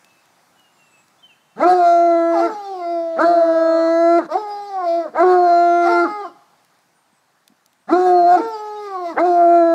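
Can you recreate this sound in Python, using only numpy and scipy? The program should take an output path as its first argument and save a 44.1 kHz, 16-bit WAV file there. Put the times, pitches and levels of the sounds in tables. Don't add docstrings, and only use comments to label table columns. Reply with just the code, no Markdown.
import sys
import numpy as np
from scipy import signal
from scipy.fft import rfft, irfft
from scipy.io import wavfile
from scipy.ndimage import uniform_filter1d, minimum_filter1d, map_coordinates

SR = 44100
rng = np.random.default_rng(int(sys.argv[2]) if len(sys.argv) > 2 else 0)


def store_pcm(level_fs):
    pcm = np.round(np.clip(level_fs, -1, 1) * 32767).astype(np.int16)
    wavfile.write(sys.argv[1], SR, np.atleast_2d(pcm).T)


N = 429534
EDGE_HZ = 15720

# frequency in Hz, time to decay by 60 dB in seconds.
NEAR_WOOD = [(300, 0.26), (700, 0.11), (1400, 0.16), (4000, 0.057)]


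def near_hound():
    # time in seconds, pitch in Hz, then levels in dB of the fundamental,
    # the second partial, partials 3 up as the mouth opens, and the treble (relative).
    bays = [
        [(1.61, 270, -31.5, -30, -28, -45), (1.634, 329, -24, -14.5, -10, -36.5),
         (1.658, 349.6, -7.5, -12.5, -22.5, -40.5), (1.696, 360, -28.5, -7, -30.5, -35),
         (1.734, 366.2, -17, -7.5, -37.5, -38), (1.775, 359, -20, -15, -36.5, -42),
         (1.814, 350.2, -25.5, -11, -32, -43), (1.878, 343.6, -28, -10.5, -31.5, -35.5),
         (2.052, 341.5, -21.5, -12.5, -33.5, -42), (2.222, 334.6, -20, -17.5, -29.5, -44),
         (2.39, 337.3, -21, -18, -33.5, -44.5), (2.456, 340.8, -20.5, -18, -33, -39.5)],
        [(3.197, 280, -33, -22, -23.5, -45), (3.214, 311.3, -25.5, -16, -16, -38),
         (3.242, 339, -15, -20, -19.5, -41.5), (3.264, 337.4, -32.5, -11.5, -35, -37.5),
         (3.304, 347.3, -23, -12.5, -38.5, -42.5), (3.35, 342.6, -27.5, -13.5, -35.5, -45),
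         (3.41, 335, -27.5, -12.5, -35.5, -46), (3.52, 327.2, -24.5, -17, -33, -47),
         (3.7, 327.5, -23.5, -15.5, -29, -43), (3.874, 329.4, -20.5, -17.5, -30, -44),
         (4.068, 337.4, -18.5, -13, -30, -43.5), (4.185, 343.4, -16, -15.5, -29, -40)],
        [(5.165, 282, -41.5, -27.5, -31, -53.5), (5.19, 319.4, -27.5, -16.5, -15.5, -47),
         (5.21, 341.3, -16.5, -13.5, -24.5, -40), (5.228, 346.6, -15, -11.5, -22, -41),
         (5.244, 366, -13, -16.5, -28.5, -47.5), (5.316, 364.6, -12.5, -12, -26, -41),
         (5.41, 356.8, -19, -12, -32.5, -46), (5.526, 345, -22.5, -11, -30.5, -38),
         (5.662, 346, -20, -13, -29.5, -38.5), (5.83, 345.2, -18.5, -16, -25.5, -40),
         (5.92, 346.4, -17, -18.5, -22, -39), (6.0, 346, -15.5, -19, -18.5, -35),
         (6.04, 343, -16, -22.5, -26.5, -43)],
        [(7.905, 278.2, -30.5, -40, -29, -47), (7.93, 346.7, -10.5, -16, -23, -36),
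         (7.98, 362.2, -17, -15, -32.5, -44), (8.04, 366.5, -18, -15.5, -36, -41.5),
         (8.07, 364.4, -15.5, -10.5, -37, -41.5), (8.25, 346, -19.5, -11, -44.5, -47),
         (8.354, 361.8, -25.5, -5.5, -23.5, -38.5), (8.372, 349, -18.5, -18, -33, -48)],
        [(9.183, 264.2, -43, -22.5, -21, -52.5), (9.2, 327.3, -21.5, -16.5, -18.5, -38.5),
         (9.228, 341, -19, -16, -40.5, -49.5), (9.258, 362, -18.5, -13.5, -31, -44),
         (9.312, 352, -18, -14.5, -39, -45), (9.412, 343.4, -20.5, -10, -33, -47),
         (9.48, 342.2, -18.5, -11, -34, -46), (9.55, 343.3, -17.5, -9.5, -29, -41),
         (9.65, 335, -17.5, -14.5, -31, -50), (9.74, 331.8, -18.5, -14.5, -31, -49)],
    ]
    # first and last offset in dB, for partials 3, 5, 6 and 7 in turn.
    colours = [
        [(0, -2.5), (-8.5, 1), (-11, 4.5), (5.5, -5.5)],
        [(2, -0.5), (2.5, -1.5), (-14.5, 6.5), (-12, 0.5)],
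        [(6.5, -8), (-1.5, -5.5), (0, -7.5), (-2.5, -9)],
        [(5, -4), (-1, -8), (-2.5, -7.5), (-4, 2)],
        [(2, -2), (-5.5, 5.5), (-8, -12), (1.5, -0.5)],
    ]
    # scoop in seconds, drop in seconds, ringing resonance from Hz, to Hz,
    # half-pitch partials relative to the second partial in dB, their fading in dB per second.
    manners = [(.055, .104, 4150, 3950, -23, 60.5), (.04, .085, 4450, 4150, -23, 33),
               (.04, .085, 4200, 4150, -22, 48), (.035, .098, 4250, 4100, -27, 7.5),
               (.035, 0.14, 3950, 4200, -26.5, 49)]
    track = np.zeros(N)
    for held, colour, manner in zip(bays, colours, manners):
        add(track, *near_bay(held, colour, *manner))
    return track


def near_bay(held, colour, scoop_s, drop_s, from_hz, to_hz, *halves):
    # share of the glide time,
    # share of the pitch, four level offsets in dB in the order of the held rows.
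    scoop = [(-1, .62, -26, -30.5, -39.5, -25), (-.5, .82, -9, -9, -18.5, -10.5)]
    drop = [(.27, .9, -6.5, -17, 2, -12.5), (.55, 0.65, -30, -24.5, -15.5, -13),
            (1, .46, -37.5, -27.5, -22, -12.5)]
    # frequency in Hz, relative level in dB.
    throat = [(1530, -40), (2600, -7), (3130, -18.5), (3640, -7.5), (4160, 1), (4520, -8.5), (5210, -10),
              (6050, -13), (7450, -13.5), (8210, -21), (9190, -19.5), (11400, -30), (15500, -35)]
    # frequency in Hz, gain in dB.
    mouth = [(500, -11.5), (760, 6), (960, -9), (1020, -5), (1090, -1), (1220, -3.5), (1370, 1.5),
             (1470, -6), (1690, -9.5), (1810, -26.5), (2030, -9), (2190, -24), (2330, -31.5), (2430, -20),
             (2600, -28.5)]
    rows = shifted(scoop, held[0], scoop_s) + held + shifted(drop, held[-1], drop_s)
    return bay(rows, throat, mouth, colour, (from_hz, to_hz), clear_hz=322, fading_db=9.5, ring_db=7.5,
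               strain_span_hz=29.8, order=7, halves=halves)


def far_hound():
    # time in seconds, pitch in Hz, then levels in dB of the fundamental, the second partial,
    # partials 3 up as the mouth opens, and the treble (relative).
    bays = [
        [(2.31, 620.5, -57.5, -48.5, -58, -55.5), (2.33, 501, -46.5, -34, -48, -51.5),
         (2.35, 428, -39, -24.5, -30, -46), (2.375, 405.2, -43.5, -20.5, -34, -42),
         (2.405, 384.7, -39.5, -16.5, -35, -37.5), (2.418, 448, -29, -29.5, -35.5, -43),
         (2.441, 455.2, -27.5, -32, -23, -48.5), (2.483, 444.8, -25, -33.5, -35.5, -49),
         (2.559, 416, -46, -28.5, -49, -51.5), (2.645, 400.4, -41.5, -28.5, -46.5, -47.5),
         (2.709, 388.5, -31, -31, -48.5, -49), (2.779, 363, -33.5, -28, -49, -51),
         (2.829, 345, -35, -25, -40.5, -49.5), (2.931, 339.8, -28.5, -21.5, -44.5, -49),
         (3.17, 326.5, -36, -24.5, -52, -52.5), (3.45, 325.4, -28, -27, -41.5, -51.5),
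         (3.6, 317.5, -49, -25, -46.5, -49), (3.72, 310.7, -37, -28.5, -35.5, -62.5),
         (3.8, 301, -48.5, -32, -38.5, -61), (3.865, 291, -52.5, -53, -45.5, -70)],
        [(4.285, 258.5, -58, -44, -50.5, -63), (4.325, 323.5, -36, -20.5, -26.5, -43),
         (4.355, 353.3, -24.5, -19.5, -36, -47), (4.375, 433, -27.5, -27.5, -41, -45),
         (4.451, 416, -38, -28.5, -41.5, -50), (4.591, 408.3, -41, -26.5, -47, -49.5),
         (4.685, 405, -40.5, -30.5, -49, -48), (4.823, 361.5, -34, -22, -32.5, -54.5),
         (4.885, 334.6, -33.5, -17, -48.5, -41.5), (4.99, 342, -27, -19.5, -44.5, -48),
         (5.04, 325, -37, -28, -39.5, -51.5)],
        [(5.8, 474.5, -62.5, -56, -54, -71.5), (5.825, 420, -50, -44.5, -42, -45),
         (5.872, 378.5, -45.5, -19, -34.5, -35.5), (5.884, 443.4, -33.5, -31.5, -25, -43.5),
         (5.92, 456, -24, -22, -28, -40), (5.98, 428.7, -47, -30, -39.5, -52), (6.1, 419, -46, -29, -33.5, -49),
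         (6.215, 409.5, -33.5, -29, -39, -49)],
        [(8.37, 414.5, -38, -25, -51, -40.5), (8.408, 454, -24, -23.5, -32, -45),
         (8.458, 455, -25.5, -31, -35, -45), (8.596, 423.8, -35.5, -30, -40, -50),
         (8.79, 420.3, -34.5, -31.5, -45.5, -50), (8.858, 409.4, -33, -41.5, -40, -47.5),
         (8.96, 370.2, -33, -29.5, -37, -52), (9.026, 356, -31.5, -24.5, -45, -51.5),
         (9.065, 341.3, -35.5, -23.5, -45.5, -45.5), (9.1, 337.6, -33, -32, -41, -45)],
    ]
    # first and last offset in dB, for partials 3, 5 and 6 in turn.
    colours = [
        [(1.5, -1.96), (-6, -0.5), (0, -1.5)],
        [(1.5, -2), (-5.5, -2), (-5, 2)],
        [(1.5, 3.5), (0.5, -3.5), (0, -2.5)],
        [(-1.5, 5), (0, -4), (-5, 6.5)],
    ]
    # drop in seconds, ringing resonance from Hz, to Hz.
    manners = [(0.045, 4300, 5100), (.065, 4800, 5700), (.095, 5100, 3900), (.06, 4550, 4200)]
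    track = np.zeros(N)
    for held, colour, manner in zip(bays, colours, manners):
        add(track, *far_bay(held, colour, *manner))
    return track


def far_bay(held, colour, drop_s, *ring_hz):
    # share of the drop time, share of the pitch,
    # four level offsets in dB in the order of the held rows.
    drop = [(.3, 0.94, -4, -2, 1.5, -3.5), (.6, .82, -8, -11, -6.5, -7.5),
            (1, .64, -16.5, -32.5, -23.5, -14.5)]
    # frequency in Hz, relative level in dB.
    throat = [(1500, -35.5), (2300, -4), (3100, -15), (3700, -5), (4500, -2), (5700, -5.5), (6300, -17),
              (7100, -18.5), (7700, -12), (8500, -25), (11000, -25), (15500, -29.5)]
    # frequency in Hz, gain in dB.
    mouth = [(600, -8), (800, -3.5), (1000, -2), (1090, 7), (1180, 0), (1300, 1.5), (1450, -8), (1700, -12),
             (1850, -19.5), (2030, -4.5), (2200, -23.5), (2600, -30)]
    rows = held + shifted(drop, held[-1], drop_s)
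    return bay(rows, throat, mouth, colour, ring_hz, clear_hz=310, fading_db=7.5, ring_db=4.5,
               strain_span_hz=115, order=6)


def shifted(shape, row, length):
    return [(row[0] + at * length, row[1] * share, *np.add(row[2:], db)) for at, share, *db in shape]


def bay(rows, throat, mouth, colour, ring_hz, clear_hz, fading_db, ring_db, strain_span_hz, order, halves=()):
    # frequency in Hz, relative level of the rasp noise in dB per Hz.
    rasp = [(59, -78.5), (100, -47.5), (161, -33.5), (318, -9.5), (461, -15), (657, -6), (1110, -20.5),
            (1280, -8.5), (1440, -19), (1580, -10), (2520, -36.5), (4000, -46.5), (5200, -76.5),
            (8800, -120)]
    easy_hz = 346
    rough_span_hz, roughest = 120, 0.46
    hz, first_db, second_db, open_db, upper_db = curves(rows)
    n = len(hz)
    third_db, *higher_db = (open_db + np.linspace(*ends, n) for ends in colour)
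    low_db = [first_db, second_db]
    for k, db in enumerate([third_db, open_db, *higher_db], start=3):
        wander_db = (k - 1) * .7 * np.tanh(drift(n, 7.))
        low_db.append(db + read(mouth, k * hz) + wander_db)

    rough = np.clip((clear_hz - hz) / rough_span_hz, 0, roughest)
    glide_per_s = abs(np.gradient(np.log(hz))) * SR
    sliding = np.clip(uniform_filter1d(glide_per_s, 400) / 5., 0, 1)
    strain = np.clip((hz - easy_hz) / strain_span_hz, 0, .6)
    breath = np.clip(.04 + .4 * strain + 1.7 * sliding, 0, 1)
    jitter = (0.0026 + .03 * sliding) * drift(n, 90.)
    angle = 2 * np.pi * np.cumsum(hz * (1 + jitter)) / SR

    voice = sum(gain_of(db + 4.13 * sliding * drift(n, 120.)) * np.sin((k + 1) * angle + .6 * k)
                for k, db in enumerate(low_db))
    if halves:
        voice += half_pitch(angle, second_db, sliding, *halves)
    voice += upper_partials(angle, hz, upper_db, throat, ring_hz, ring_db, fading_db, strain, breath, order)

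    beat = (1 + .4 * np.cos(angle)) * gain_of(1.5 * drift(n, 30.))
    rasp_db = np.max(low_db, 0) - 42. + 26.0 * strain + 14.6 * sliding + 56.6 * rough
    out = np.sqrt(2) * voice + gain_of(rasp_db) * beat * coloured(rasp, n)
    out += np.sqrt(breath) * gain_of(upper_db - 3.0) * beat * coloured(throat, n)
    sample = np.arange(n)
    return rows[0][0], out * np.minimum(1, np.minimum(sample, sample[::-1]) / 300)


def half_pitch(angle, second_db, sliding, start_db, fading_db_per_s):
    # multiple of the pitch, relative level in dB.
    partials = [(.5, -16), (1.5, -1.5), (2.5, -5), (3.5, 0.5), (4.5, -5), (5.5, -16.5)]
    hold_s, floor_db = 0.12, -49.5
    n = len(angle)
    fade_db = fading_db_per_s * np.maximum(np.arange(n) / SR - hold_s, 0)
    level_db = second_db + np.maximum(start_db - fade_db, floor_db)
    patchy = sum(gain_of(db + 4.5 * drift(n, 22.)) * np.sin(k * angle) for k, db in partials)
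    return (1 - sliding) ** 2 * gain_of(level_db) * patchy


def upper_partials(angle, hz, upper_db, throat, ring_hz, ring_db, fading_db, strain, breath, order):
    second_ring, second_ring_share = 1.49, .8
    step = 64
    n = len(hz)
    ranks = np.arange(order + 1, 44)
    upper_hz = ranks[:, None] * hz[::step]
    ring = np.linspace(*ring_hz, upper_hz.shape[1])
    shape_db = read(throat, upper_hz) + ring_db * np.exp(-((upper_hz - ring) / 150.0) ** 2)
    shape_db += second_ring_share * ring_db * np.exp(-((upper_hz - second_ring * ring) / 150.0) ** 2)
    shape_db -= 10 * np.log10((gain_of(2 * shape_db) * (upper_hz > 2700)).sum(0))
    out = np.zeros(n)
    for k, db in zip(ranks, shape_db):
        db = db + fading_db * np.tanh(drift(len(db), step * 6.))
        db += 9 * strain[::step] * drift(len(db), step * 35)
        db = np.interp(np.arange(n), np.arange(0, n, step), db) + upper_db - 6.0
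        tone = np.sin(k * angle + 2 * np.pi * rng.random()) * (k * hz < EDGE_HZ)
        out += np.sqrt(1 - breath) * gain_of(db) * tone
    return out


def small_birds():
    # start in seconds, length in seconds, from Hz, to Hz, level in dB.
    low = [(0.028, .2, 2630, 2600, -65.5), (0.543, .18, 3010, 2790, -62.5), (0.75, .3, 2810, 2560, -61),
           (1.18, .04, 3300, 3700, -64), (1.22, .06, 3140, 3030, -53.5), (1.279, .07, 2950, 2500, -55.5),
           (1.495, .08, 2760, 2660, -70), (2.568, .055, 2650, 3370, -61.5), (2.686, 0.15, 3550, 2656, -61),
           (3.105, .065, 2495, 4100, -62), (3.66, .03, 2520, 3480, -66), (3.749, .1, 3700, 2700, -61),
           (6.171, 0.15, 3476, 2834, -61.5)]
    high = [(.7, 0.21, 7300, 7350, -71.5), (.85, 0.21, 8000, 7650, -69), (6.93, 0.14, 9100, 8630, -75),
            (7.1, 0.12, 8570, 7780, -72.5), (7.68, 0.061, 7850, 8270, -78), (7.785, .055, 8200, 8220, -76)]
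    track = np.zeros(N)
    for row in low:
        add(track, *whistle(*row, warble=.004, per_s=26.0))
    for row in high:
        add(track, *whistle(*row, warble=0.011, per_s=32.))
    return track


def whistle(start, length, from_hz, to_hz, db, warble, per_s):
    t = np.arange(0, length, 1 / SR)
    settle = 1.3 if to_hz < from_hz else 1
    hz = to_hz + (from_hz - to_hz) * (1 - t / length) ** settle
    angle = 2 * np.pi * np.cumsum(hz * (1 + warble * np.sin(2 * np.pi * per_s * t))) / SR
    level = np.sqrt(2) * gain_of(db + 3 * drift(len(t), 50))
    return start, level * np.sin(angle) * signal.windows.tukey(len(t), .5)


def small_knocks():
    # start in seconds, relative level in dB, centre in Hz, width in octaves.
    ticks = [(0.046, -39, 2660, 2.2), (0.256, -45, 3500, 1.3), (0.596, -45, 2880, 2.0),
             (1.082, -48, 4080, 1.1), (6.648, -47, 4370, 2.6), (6.7892, -52, 4350, 2.0),
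             (7.4787, -56, 6500, 2.0), (7.4786, -35, 3600, 2), (7.661, -39.5, 5400, 1.4),
             (7.731, -47, 2510, 1.8)]
    # start in seconds, level in dB at the head of the decay, frequency in Hz.
    thuds = [(0.121, -46, 160), (7.127, -45, 207), (7.499, -40, 221), (7.519, -40, 250)]
    track = np.zeros(N)
    for s, *snap in ticks:
        add(track, s, tick(*snap))
    for s, *step in thuds:
        add(track, s, thud(*step))
    return track


def tick(db, hz, octaves):
    t = np.arange(512) / SR
    band = [(hz / 2 ** octaves, -20), (hz, 0), (hz * 2 ** octaves, -12)]
    return gain_of(db - 4 - 60 * t / .011) * coloured(band, len(t))


def thud(db, hz):
    t = np.arange(3000) / SR
    return gain_of(db - 60 * t / 0.032) * np.sin(2 * np.pi * hz * t) * np.minimum(1, t * hz)


def forest_echo(near, far, birds):
    # frequency in Hz, time to decay by 60 dB in seconds.
    wood = [(300, .6), (800, 1.1), (1500, 1.1), (2800, 1.0), (4500, 2.2), (7000, 1.6), (10000, .6)]
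    late_s, late_near_db, late_far_db = 0.15, -42, -32
    echo = trunks(gain_of(-29) * near + gain_of(-21) * far + gain_of(-11) * birds, wood)
    echo += trunks(gain_of(-17) * near + gain_of(-15) * far, NEAR_WOOD)
    thinning = signal.butter(2, 600., "high", fs=SR, output="sos")
    thin = signal.sosfilt(thinning, gain_of(late_near_db) * near + gain_of(late_far_db) * far)
    add(echo, late_s, trunks(thin, NEAR_WOOD))
    return echo


def trunks(x, decays):
    taps = np.zeros(SR + SR // 2)
    at = np.arange(300, len(taps) - 20, 20)
    taps[at + rng.integers(0, 20, len(at))] = rng.choice([-1., 1.], len(at))
    hz, t, z = signal.stft(taps, SR, nperseg=256)
    decay = gain_of(-60 * t / read(decays, hz)[:, None])
    tail = signal.istft(z * decay, SR, nperseg=256)[1]
    return signal.fftconvolve(x, tail / np.linalg.norm(tail))[:N]


def hiss():
    # frequency in Hz, relative level in dB per Hz.
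    spectrum = [(18, -58), (30, -40), (160, -4), (213, -10.5), (341, -8.5), (410, -14.5), (673, -8),
                (747, -5.5), (1640, -11), (3230, -20.5), (3780, -19), (6370, -21), (8720, -24),
                (15500, -31.5)]
    # time in seconds, level in dB.
    levels = [(0, -57.5), (.9, -58), (1.501, -60.5), (6.501, -59), (7.001, -62.5), (7.8, -63), (9.74, -55)]
    frames, hz = N // 256 + 5, np.fft.rfftfreq(1024, 1 / SR)
    real, imaginary, patches = rng.standard_normal((frames, 513, 3)).T
    patches = uniform_filter1d(patches, 12, 0)
    patches = evened(uniform_filter1d(patches, 14, 1))
    z = (real + 1j * imaginary) * gain_of(read(spectrum, hz)[:, None] + 1.2 * patches)
    noise = signal.istft(z, nperseg=1024, noverlap=768)[1][:N]
    level_db = np.interp(np.arange(N) / SR, *np.transpose(levels))
    level_db += .6 * drift(N, 4.)
    return gain_of(level_db) * evened(noise)


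def gain_of(db):
    return 10 ** (np.asarray(db) / 20)


def evened(x):
    return x / np.sqrt(np.mean(x ** 2) + 1e-20)


def read(points, hz):
    f, value = np.transpose(points)
    return np.interp(np.log(hz + 1), np.log(f + 1), value)


def add(mix, s, sound):
    part = mix[round(s * SR):][:len(sound)]
    part += sound[:len(part)]


def curves(rows):
    s, *columns = np.transpose(rows)
    t = np.arange(s[0], s[-1], 1 / SR)
    return [np.interp(t, s, c) for c in columns]


def drift(length, per_s):
    steps = np.arange(length) / SR * per_s
    values = rng.standard_normal(int(N / SR * 20) + int(steps[-1]))
    return map_coordinates(values, [steps], order=3)


def coloured(points, length):
    hz = np.fft.rfftfreq(length, 1 / SR)
    return evened(irfft(rfft(rng.standard_normal(length)) * gain_of(read(points, hz)), length))


def scene():
    near, far = near_hound(), far_hound()
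    birds = small_birds()
    echo = forest_echo(near, far, birds)
    return (near + far + birds + small_knocks() + echo + hiss())[None]


def record(dry):
    dry = signal.sosfilt(signal.butter(2, 110., "high", fs=SR, output="sos"), dry)
    dry = dry - .025 * dry ** 2
    room_left = minimum_filter1d(np.minimum(1, .7 / (abs(dry) + 1e-9)), size=441)
    limited = dry * uniform_filter1d(room_left, size=441)
    loud = signal.sosfilt(signal.butter(1, 30., "high", fs=SR, output="sos"), limited)
    band_limit = signal.firwin(511, EDGE_HZ, window=("kaiser", 9), fs=SR)
    return signal.oaconvolve(loud, band_limit[None], "same")


dry = scene()
out = record(dry)
store_pcm(out)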